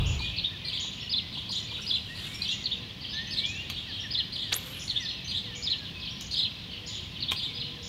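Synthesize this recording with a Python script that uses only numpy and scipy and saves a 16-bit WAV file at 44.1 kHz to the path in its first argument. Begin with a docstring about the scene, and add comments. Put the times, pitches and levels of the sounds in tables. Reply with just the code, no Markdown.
"""Dawn by a lake: a brief rumble dies away over a steady low bed of far traffic, leaves and faint hums.
From the start sparrow-like birds chirrup as gliding two-voiced tones and one repeats a thin high seet,
all scattered by trunks and leaves; songbirds whistle, a water bird clucks, and later a far dove coos.
An angler reels in with ticks, hiss and scrape, then casts with a noisy swish and a hiss of running line;
late on, the reel snaps shut as cracks that ring its body."""
import sys
import numpy as np
from scipy import signal
from scipy.fft import rfft, irfft
from scipy.io import wavfile
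from scipy.ndimage import uniform_filter1d

SR = 44100
rng = np.random.default_rng(int(sys.argv[2]) if len(sys.argv) > 2 else 0)


def pcm_store(signal):
    """Save signal as 16-bit PCM."""
    levels = np.round(np.clip(np.atleast_2d(signal), -1, 1) * 32767)
    wavfile.write(sys.argv[1], SR, levels.astype(np.int16).T)


N = 347508
TIME = np.arange(N) / SR

# the course of each kind of call, before the call's own pitch and length factors:
# time_s from its start, pitch_hz, relative level_db
CALL_SHAPES = { "chirrup": [(0, 4098, 2), (.012, 5100, -11.5), (.032, 5050, -9.5), (.042, 4098, -5.5),
               (.053, 3449, 0), (.062, 3467, -11), (.074, 4140, -8), (.087, 4293, 0), (.099, 3404, -2),
               (.116, 2530, -12)], "cheerp": [(0, 4353, 9), (.011, 4750, -4.5), (.034, 4720, -2.5),
               (.047, 3500, 0), (.062, 3300, -13.5), (.078, 3750, 2.5), (.104, 4200, -2), (.122, 3100, 5)],
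               "chilip": [(0, 3940, 9), (.011, 4850, -18), (.027, 4250, 2.5), (.041, 3296, -6),
               (.054, 2900, -31), (.082, 3050, -16), (.096, 3550, 5), (.104, 3940, -5.5),
               (.112, 3218, 25.5)], "chip": [(0, 3900, -7), (.014, 4800, -1), (.03, 4100, 0.5),
               (.045, 3100, 9), (.06, 2860, -5)], "seet": [(0, 4740, -6), (.005, 5630, -1),
               (.009, 7000, -3), (.017, 7260, -4.5), (.024, 6840, -17.5), (.033, 5800, -2)],
               "peep": [(0, 5210, -18), (.008, 5820, -14), (.015, 5900, -17), (.024, 5570, -23)]}
# wet line being wound in: time_s, centre_hz of ticks and hiss, relative level_db
WINDING_COURSE = [(1.7, 11250, -72), (1.86, 10550, -58.5), (2.05, 10000, -69), (2.22, 8330, -55),
                  (2.35, 8860, -55.5), (2.45, 13400, -64), (2.53, 13600, -68)]


def amp(db):
    """Decibels to gain."""
    return 10 ** (np.asarray(db) / 20)


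def unit(x):
    """Scales to rms 1."""
    return x / np.sqrt(np.mean(x ** 2) + 1e-20)


def add(mix, start_s, sound):
    """Mixes a sound in at a start time, dropping whatever falls outside the mix."""
    start = round(start_s * SR)
    sound = sound[max(-start, 0):]
    part = mix[max(start, 0):][:len(sound)]
    part += sound[:len(part)]


def wander(n, rate_hz):
    """A random curve of rms about 1, drawn as straight lines between this many knots a second."""
    knots = rng.standard_normal(8192)
    return 1.34 * np.interp(np.arange(n) * rate_hz / SR, np.arange(len(knots)), knots)


def noise(colour):
    """Noise of rms 1 whose spectrum follows (hz, relative db) points along a log-like pitch axis."""
    hz, db = np.transpose(colour)
    bin_hz = np.fft.rfftfreq(N, 1 / SR)
    gain = amp(np.interp(np.log(bin_hz + 1), np.log(hz + 1), db))
    return unit(irfft(rfft(rng.standard_normal(N)) * gain, N))


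def fuzzy_tone(hz, width_hz):
    """A narrow band of noise, of rms 1, around a fixed or moving pitch."""
    lowpass = signal.butter(2, width_hz / 2, fs=SR, output="sos")
    band = signal.sosfilt(lowpass, rng.standard_normal(N) + 1j * rng.standard_normal(N))
    phase = 2 * np.pi * np.cumsum(hz * np.ones(N)) / SR
    return unit((band * np.exp(1j * phase)).real)


def scatter(sound, t60, build_s, count):
    """Echoes as random taps that build up and die away, drawn afresh each time, as strong as the sound."""
    delay_s = rng.uniform(.003, .7, count)
    decay = amp(-60 * delay_s / t60)
    height = rng.standard_normal(count) * decay * (1 - np.exp(-delay_s / build_s))
    taps = np.zeros(SR)
    np.add.at(taps, (delay_s * SR).astype(int), height)
    echo = signal.fftconvolve(sound, taps)
    return echo * np.linalg.norm(sound) / np.linalg.norm(echo)


def background():
    """Far traffic and leaves, faint hums, and a low rumble that sags, then dies away faster."""
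    # the steady bed's spectrum: pitch_hz, relative level_db per Hz
    air_colour = [(15, -58), (25, -34), (45, -5), (75, -1), (116, -1.5), (183, -2.5), (400, -17),
                  (900, -22), (1500, -25), (3300, -12), (4900, -21.5), (5900, -29), (7700, -41.5),
                  (15500, -42.5)]
    # distant machine hums: pitch_hz, width_hz, level_db
    hum_rows = [(103.2, 30.6, -52), (359.4, 7, -70), (1027, 28, -66.5)]
    # the rumble's spectrum: pitch_hz, relative level_db per Hz
    rumble_colour = [(15, -44), (28, -10), (45, 0.5), (75, 3.5), (130, -1), (250, -27), (430, -23),
                     (600, -30), (1200, -30.5), (3000, -58)]
    air_db, rumble_start_db = -43, -24.5
    turn_s, sag_db_per_s, fall_db_per_s = 0.17, 34, 90

    air = amp(air_db + .3 * wander(N, 3)) * noise(air_colour)
    hums = sum(amp(db + 0.68 * wander(N, 1.96)) * fuzzy_tone(hz, width_hz)
               for hz, width_hz, db in hum_rows)
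    sag_db = sag_db_per_s * np.minimum(TIME, turn_s)
    fall_db = fall_db_per_s * np.maximum(TIME - turn_s, 0)
    rumble = amp(rumble_start_db - sag_db - fall_db) * noise(rumble_colour)
    return air + hums + rumble


def syllable(kind, pitch, length, second_ratio=.89, flutter_db=2.5):
    """One call: a gliding whistle, overtones, and a lower tone from the other side of the syrinx."""
    # each kind's voice: pitch jitter as a share, second_voice_db, octave_overtone_db
    voice_rows = {"chirrup": (0.013, -16, -35), "cheerp": (.014, 2, -26), "chilip": (.01, -10, -59),
                  "chip": (0.019, -12, -42), "seet": (0.0044, -55, -49), "peep": (0.0085, -26, -25)}
    s, hz, db = np.transpose(CALL_SHAPES[kind])
    jitter, second_db, octave_db = voice_rows[kind]
    t = np.arange(0, s[-1], 1 / (SR * length))
    smooth_hz = uniform_filter1d(np.interp(t, s, hz), size=200)
    glide_hz = smooth_hz * pitch * (1 + jitter * wander(len(t), 908))
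    phase = 2 * np.pi * np.cumsum(glide_hz) / SR
    tone = np.sin(phase) + amp(second_db) * np.sin(second_ratio * phase)
    # the two tones mix in the throat: weak octaves and sum tones
    overtones = tone ** 2 + 0.29 * tone ** 3
    tone += amp(octave_db) * signal.lfilter(*signal.butter(4, 6500, "high", fs=SR), overtones)
    level = amp(np.interp(t, s, db) + flutter_db * wander(len(t), 352.6))
    return unit(tone * level * signal.windows.tukey(len(t), .14))


def through_trees(kind, call, wet_db, branch_db=-6, grove_db=-3, woods_db=-5):
    """A call arrives directly, off nearby branches, from the next trees, and from the woods around."""
    first_hz = CALL_SHAPES[kind][0][1]
    woods_t60 = 0.5 * (4000 / first_hz) ** 0.64  # high calls die sooner in the leaves
    out = amp(wet_db + woods_db) * scatter(call, t60=woods_t60, build_s=0.17, count=160)
    out += amp(wet_db + grove_db) * scatter(call, t60=.27, build_s=.012, count=220)
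    out += amp(branch_db) * scatter(call, t60=0.11, build_s=0.0037, count=300)
    add(out, 0, amp(-2.0) * call)
    return out / np.hypot(1, amp(wet_db))  # more echo means less direct sound


def near_birds():
    """Sparrow-like birds call near and far; the seet and the peep each keep one balance of echo."""
    # each kind's calls: start_s, pitch factor, length factor, level_db
    chirp_rows = { "chirrup": [(.745, 0.91, 1, -35), (1.092, .99, 0.97, -28), (1.67, 0.9, 0.93, -36),
                  (1.862, 0.97, 0.99, -27.5), (3.09, 0.99, 0.94, -35.5), (4.104, .99, .98, -28),
                  (5.02, 1, .85, -33), (5.622, 1, 1.08, -28.5), (6.353, 0.98, 0.99, -29),
                  (7.535, 0.98, 0.88, -34.5)], "cheerp": [(-.06, 0.82, 1.4, -37.5), (.19, .96, 0.74, -34),
                  (.645, 1, 1.14, -33), (1.324, 0.94, 0.67, -35), (1.489, 1.028, 0.9, -31.5),
                  (2.15, 1.01, 0.98, -40.5), (2.415, .99, 0.98, -30), (3.305, 1.08, 0.86, -32),
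                  (3.688, .96, 1.04, -37), (3.925, 0.9, 0.85, -38.5), (4.321, 1.01, .97, -33.5),
                  (4.419, .97, 0.84, -38), (5.276, 1.01, 0.94, -31), (6.309, 1.026, 0.85, -29.5),
                  (6.874, 1, 0.7, -36.5), (7.358, 1.006, 0.93, -32)], "chilip": [(.362, 1.005, 0.9, -29),
                  (2.638, 1.005, 0.86, -29.5), (3.367, 0.94, 0.81, -30.5), (4.877, .99, .92, -29),
                  (7.202, 1.027, .92, -31)], "chip": [(.99, .93, 0.93, -39), (3.004, 1.02, 1.03, -36),
                  (3.875, 1.04, 1.07, -37.5), (5.99, 1.07, .92, -38), (6.046, .99, 0.7, -35),
                  (6.16, 1, 1.14, -45), (6.705, 0.94, 0.74, -38)]}
    # one bird's unchanging seet: start_s, level_db
    seet_rows = [(0.056, -39.5), (.792, -39), (1.51, -40.5), (2.504, -41), (3.452, -41.5), (4.791, -39),
                 (5.548, -41), (6.202, -40.5), (6.862, -38.5), (7.825, -41)]
    # another bird's soft peeps: start_s, pitch factor, level_db
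    peep_rows = [(1.005, 0.94, -44.5), (1.816, 1, -45), (2.339, 0.95, -41), (2.474, 1.03, -45),
                 (3.134, 1.07, -49.5), (3.27, 1.08, -49), (4, .96, -43.5), (4.999, 1.02, -43),
                 (5.243, 1.07, -44.5), (6.102, .96, -45.5)]
    # fainter calls come from farther off, so they carry more echo, up to a limit
    even_db, wet_per_db, wettest_db = -35, 1.56, 2
    seet_pitch, seet_length, seet_wet_db = 0.97, 1.05, 6.5
    peep_length, peep_wet_db = 1.07, -1.5

    out = np.zeros(N)
    for kind, rows in chirp_rows.items():
        for s, pitch, length, db in rows:
            wet_db = min(wet_per_db * (even_db - db), wettest_db)
            add(out, s, amp(db) * through_trees(kind, syllable(kind, pitch, length), wet_db))
    for s, db in seet_rows:
        call = syllable("seet", seet_pitch, seet_length)
        add(out, s, amp(db) * through_trees("seet", call, seet_wet_db))
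    for s, pitch, db in peep_rows:
        call = syllable("peep", pitch, peep_length)
        add(out, s, amp(db) * through_trees("peep", call, peep_wet_db))
    return out


def far_flock(level_db=-45.5, pitch=.92, count=84):
    """More of the same birds far off: only their echoes arrive, and the air has taken the treble."""
    out = np.zeros(N)
    for k, (when, tune, size) in enumerate(rng.random((count, 3))):
        kind = ("chirrup", "chilip", "chip")[k % 3]
        call = syllable(kind, pitch * (1 + .22 * (tune - .5)), 1.0)
        distance_db = 6 * (size - .5)
        start_s = (k + when - 2) / (count - 2) * N / SR
        echoes = scatter(call, t60=.55, build_s=.004, count=90)
        add(out, start_s, amp(level_db + distance_db) * echoes)
    return signal.lfilter(*signal.butter(3, 4100, fs=SR), out)


def whistle(hz, envelope, waver=0.0026, shimmer_db=4.0):
    """A pure tone that follows a pitch curve and shimmers a little on its way through the air."""
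    phase = 2 * np.pi * np.cumsum(hz * (1 + waver * wander(len(hz), 80.7))) / SR
    return np.sqrt(2) * np.sin(phase) * envelope * amp(shimmer_db * wander(len(hz), 35.5))


def slur(length_s, start_hz, end_hz):
    """A falling whistle that flattens out toward its end."""
    u = np.linspace(0, 1, int(length_s * SR))
    fall_hz = end_hz + (start_hz - end_hz) * (1 - u) ** 1.6
    return whistle(fall_hz, unit(signal.windows.tukey(len(u), .7)))


def far_songbirds(level_db=-62, carry_db=9, count=60):
    """Faint falling slurs from all along the shore; the higher ones carry more."""
    out = np.zeros(N)
    for k, (when, tune, span) in enumerate(rng.random((count, 3))):
        hz = 2000 + 1100 * tune
        tone = amp(level_db + carry_db * tune) * slur(0.07 + .12 * span, hz, .84 * hz)
        add(out, (k + when - 1) / count * N / SR, tone)
    return amp(-4) * out + amp(-5) * scatter(out, t60=0.45, build_s=0.017, count=300)[:N]


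def rise(length_s, start_hz, end_hz, soft_at):
    """A whistle that climbs ever faster and swells, softening once on the way."""
    bend, taper, swell_db = 0.3, 0.27, 9.5
    soft_db, soft_width = 16, 0.1  # width as a share of the whistle's length
    u = np.linspace(0, 1, int(length_s * SR))
    db = swell_db * u - soft_db * np.exp(-((u - soft_at) / soft_width) ** 2)
    climb = (1 - bend) * u + bend * u ** 3
    envelope = unit(signal.windows.tukey(len(u), taper) * amp(db))
    return whistle(start_hz + (end_hz - start_hz) * climb, envelope)


def songbirds(echo_db=-7):
    """Rising whistles and falling slurs that linger across the water."""
    # rising whistles: start_s, length_s, start_hz, end_hz, level_db, place of the soft moment (0-1)
    rise_rows = [(0.189, 0.12, 2410, 2506, -42, .85), (.28, .17, 2584, 2690, -47.5, 0.86),
                 (2.052, 0.55, 1780, 3037, -46.5, 0.31), (3.109, .56, 1662, 3043, -43.5, 0.42)]
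    # falling slurs: start_s, length_s, start_hz, level_db
    slur_rows = [(.512, .07, 2100, -59), (.53, 0.35, 2740, -55.5), (.72, .14, 2300, -55),
                 (.856, .075, 2200, -62), (2.77, .12, 2142, -60), (3.5, 0.12, 2050, -63.5),
                 (3.857, 0.078, 2155, -54), (4.023, 0.061, 2165, -54), (4.171, .07, 2160, -51),
                 (4.41, 0.14, 2180, -57), (4.885, 0.11, 2190, -54), (4.975, 0.12, 2235, -55.5),
                 (5.24, 0.13, 2300, -76), (5.426, .135, 2273, -53.5), (5.639, .27, 2067, -60),
                 (6.511, .1, 2050, -66), (6.814, 0.1, 2100, -68), (7.13, 0.06, 2080, -69),
                 (7.418, 0.065, 2200, -66), (7.74, 0.083, 2035, -64)]
    out = np.zeros(N)
    for s, length_s, start_hz, end_hz, db, soft_at in rise_rows:
        add(out, s, amp(db) * rise(length_s, start_hz, end_hz, soft_at))
    for s, length_s, start_hz, db in slur_rows:
        add(out, s, amp(db) * slur(length_s, start_hz, .765 * start_hz))
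    return out + amp(echo_db) * scatter(out, t60=1.5, build_s=0.0076, count=400)[:N]


def water_bird(length_s=0.031):
    """A far water bird's short soft clucks, hoarse because their pitch jitters."""
    # clucks: start_s, pitch_hz, level_db
    cluck_rows = [(.19, 910, -48), (.835, 940, -53), (1.36, 887, -54), (1.485, 1000, -52),
                  (1.71, 1060, -53), (1.78, 1380, -52.5)]
    out, swell = np.zeros(N), np.hanning(int(length_s * SR))
    for s, hz, db in cluck_rows:
        phase = 2 * np.pi * np.cumsum(hz * (1 + 0.09 * wander(len(swell), 395))) / SR
        add(out, s, amp(db) * unit(swell * np.sin(phase)))
    return out


def dove(echo_db=-4):
    """Soft level coos from far away, blurred by the woods."""
    # coos: start_s, length_s, pitch_hz, level_db
    coo_rows = [(1.6, 0.33, 498, -62.5), (2.62, .36, 487, -63), (4.5, 0.34, 524.6, -60),
                (5.36, 0.35, 485, -62.5), (6.58, 0.38, 484.5, -62), (7.38, 0.83, 480, -60)]
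    out = np.zeros(N)
    for s, length_s, hz, db in coo_rows:
        swell = signal.windows.tukey(int(length_s * SR), .6)
        coo = whistle(np.full(len(swell), hz), swell, waver=0.019, shimmer_db=1.5)
        add(out, s, amp(db) * coo)
    return out + amp(echo_db) * scatter(out, t60=1.0, build_s=0.016, count=200)[:N]


def fizz(rows, spread_db=11.0, per_s=900):
    """Wet line flicks through the rod's rings: tiny ticks, each with a pitch of its own."""
    s, hz, db = np.transpose(rows)
    out, window = np.zeros(N), np.hanning(48)
    span_s = s[-1] - s[0]
    tick_t = np.arange(len(window)) / SR
    for when, tune, size in rng.random((4000, 3))[:int(per_s * span_s)]:
        at = s[0] + when * span_s
        tick_hz = np.interp(at, s, hz) * (0.59 + 0.9 * tune)
        tick_db = np.interp(at, s, db) + spread_db * np.log(size + .03)
        add(out, at, amp(tick_db) * window * np.sin(2 * np.pi * tick_hz * tick_t))
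    return out


def rush(rows, width_hz, broad_db, colour, flutter_db):
    """Air or line rushing by: a noisy whistle that follows the speed, over a broad hiss, fluttering as one."""
    s, hz, db = np.transpose(rows)
    level_db = np.interp(TIME, s, db, left=-140, right=-140)
    level = amp(level_db + flutter_db * wander(N, 260))
    noisy_whistle = fuzzy_tone(np.interp(TIME, s, hz), width_hz)
    return level * (noisy_whistle + amp(broad_db) * noise(colour))


def scrape(level_db=-2, uneven_db=5, turn_hz=28):
    """The turning reel rubs in a few high bands, each coming and going."""
    # scraping bands: centre_hz, width_hz, relative level_db
    band_rows = [(7250, 650, 5), (8400, 700, -6), (9750, 700, -3), (12300, 1200, -4)]
    s, _, db = np.transpose(WINDING_COURSE)
    bands = sum(amp(band_db + uneven_db * wander(N, turn_hz)) * fuzzy_tone(hz, width_hz)
                for hz, width_hz, band_db in band_rows)
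    return amp(level_db + np.interp(TIME, s, db, left=-140, right=-140)) * unit(bands)


def angler(wake_db=-10, ticks_db=-2, hiss_db=-16):
    """Winding in, the whip of the rod, and the line paying out."""
    # the rod's swish: time_s, whistle_hz, whistle level_db
    swish_rows = [(4.512, 1840, -47), (4.526, 2803, -26), (4.536, 5200, -28.5), (4.545, 7600, -31.5),
                  (4.556, 10240, -35), (4.57, 12400, -38), (4.61, 12900, -60)]
    # line running off the spool: time_s, hiss_hz, narrow hiss level_db
    line_rows = [(4.54, 13500, -64), (4.62, 13300, -63), (4.68, 12800, -54), (4.76, 11500, -59),
                 (4.86, 9600, -60), (5.0, 7800, -68), (5.15, 7000, -85)]
    # spectra of the broad hiss: pitch_hz, relative level_db
    line_colour = [(300, -18), (1500, 4.5), (7000, -4.5), (11500, -7), (16000, -22)]
    swish_colour = [(150, -12), (350, -4), (540, -0.5), (800, -5.5),
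                    (1800, -0.5), (4000, -9), (15000, -20)]

    hiss = rush(WINDING_COURSE, width_hz=4300, broad_db=19.5, colour=line_colour, flutter_db=2.0)
    winding = amp(ticks_db) * fizz(WINDING_COURSE) + amp(hiss_db) * hiss + scrape()
    swish = rush(swish_rows, width_hz=1500, broad_db=-8.5, colour=swish_colour, flutter_db=4.0)
    # the trees give back mostly the low part of the swish
    echoes = scatter(swish, t60=0.91, build_s=0.012, count=900)[:N]
    wake = signal.lfilter(*signal.butter(1, 4500, fs=SR), echoes)
    running = rush(line_rows, width_hz=1400, broad_db=4, colour=line_colour, flutter_db=2)
    return winding + swish + amp(wake_db) * wake + running


def reel(crack_db=-0.5, crack_t60=0.014):
    """Each click is a brief crack that rings the reel's body."""
    # clicks: start_s, level_db, dullness as a lowpass_hz
    click_rows = [(3.7, -31.5, 14000), (3.705, -37, 4996), (6.211, -36.5, 14000), (7.312, -41, 14760),
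                  (7.316, -36, 15000), (7.3189, -21.5, 4970), (7.322, -33, 5900), (7.3295, -39, 14900)]
    # the body's modes: pitch_hz, relative level_db, t60_s
    mode_rows = [(763, -16, 0.042), (1082, -9.5, 0.032), (2400, 4, 0.0088), (2770, 0.5, 0.01),
                 (3300, 9, 0.011), (6680, -3, 0.0061), (13000, -4, 0.011)]
    out, t = np.zeros(N), np.arange(4096) / SR
    for s, db, dull_hz in click_rows:
        ring = sum(amp(mode_db - 60 * t / t60) * np.sin(2 * np.pi * (hz * t + rng.random()))
                   for hz, mode_db, t60 in mode_rows)
        crack = amp(crack_db - 60 * t / crack_t60) * rng.standard_normal(len(t))
        click = amp(db) * signal.lfilter(*signal.butter(1, dull_hz, fs=SR), ring + crack)
        add(out, s, click)
        add(out, s, amp(-6) * scatter(click, t60=0.12, build_s=0.0032, count=1500))
    return out


def scene():
    """Everything reaches one microphone, alike in both channels."""
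    birds = near_birds() + far_flock() + far_songbirds() + songbirds() + water_bird() + dove()
    mono = background() + birds + angler() + reel()
    return np.array([mono, mono])


def record(dry):
    """The recorder's band limit: a steep low-pass."""
    edge_hz = 15800
    lowpass = signal.firwin(511, edge_hz, window=("kaiser", 9), fs=SR)
    return signal.oaconvolve(dry, lowpass[None], "same")


dry = scene()
out = record(dry)
pcm_store(out)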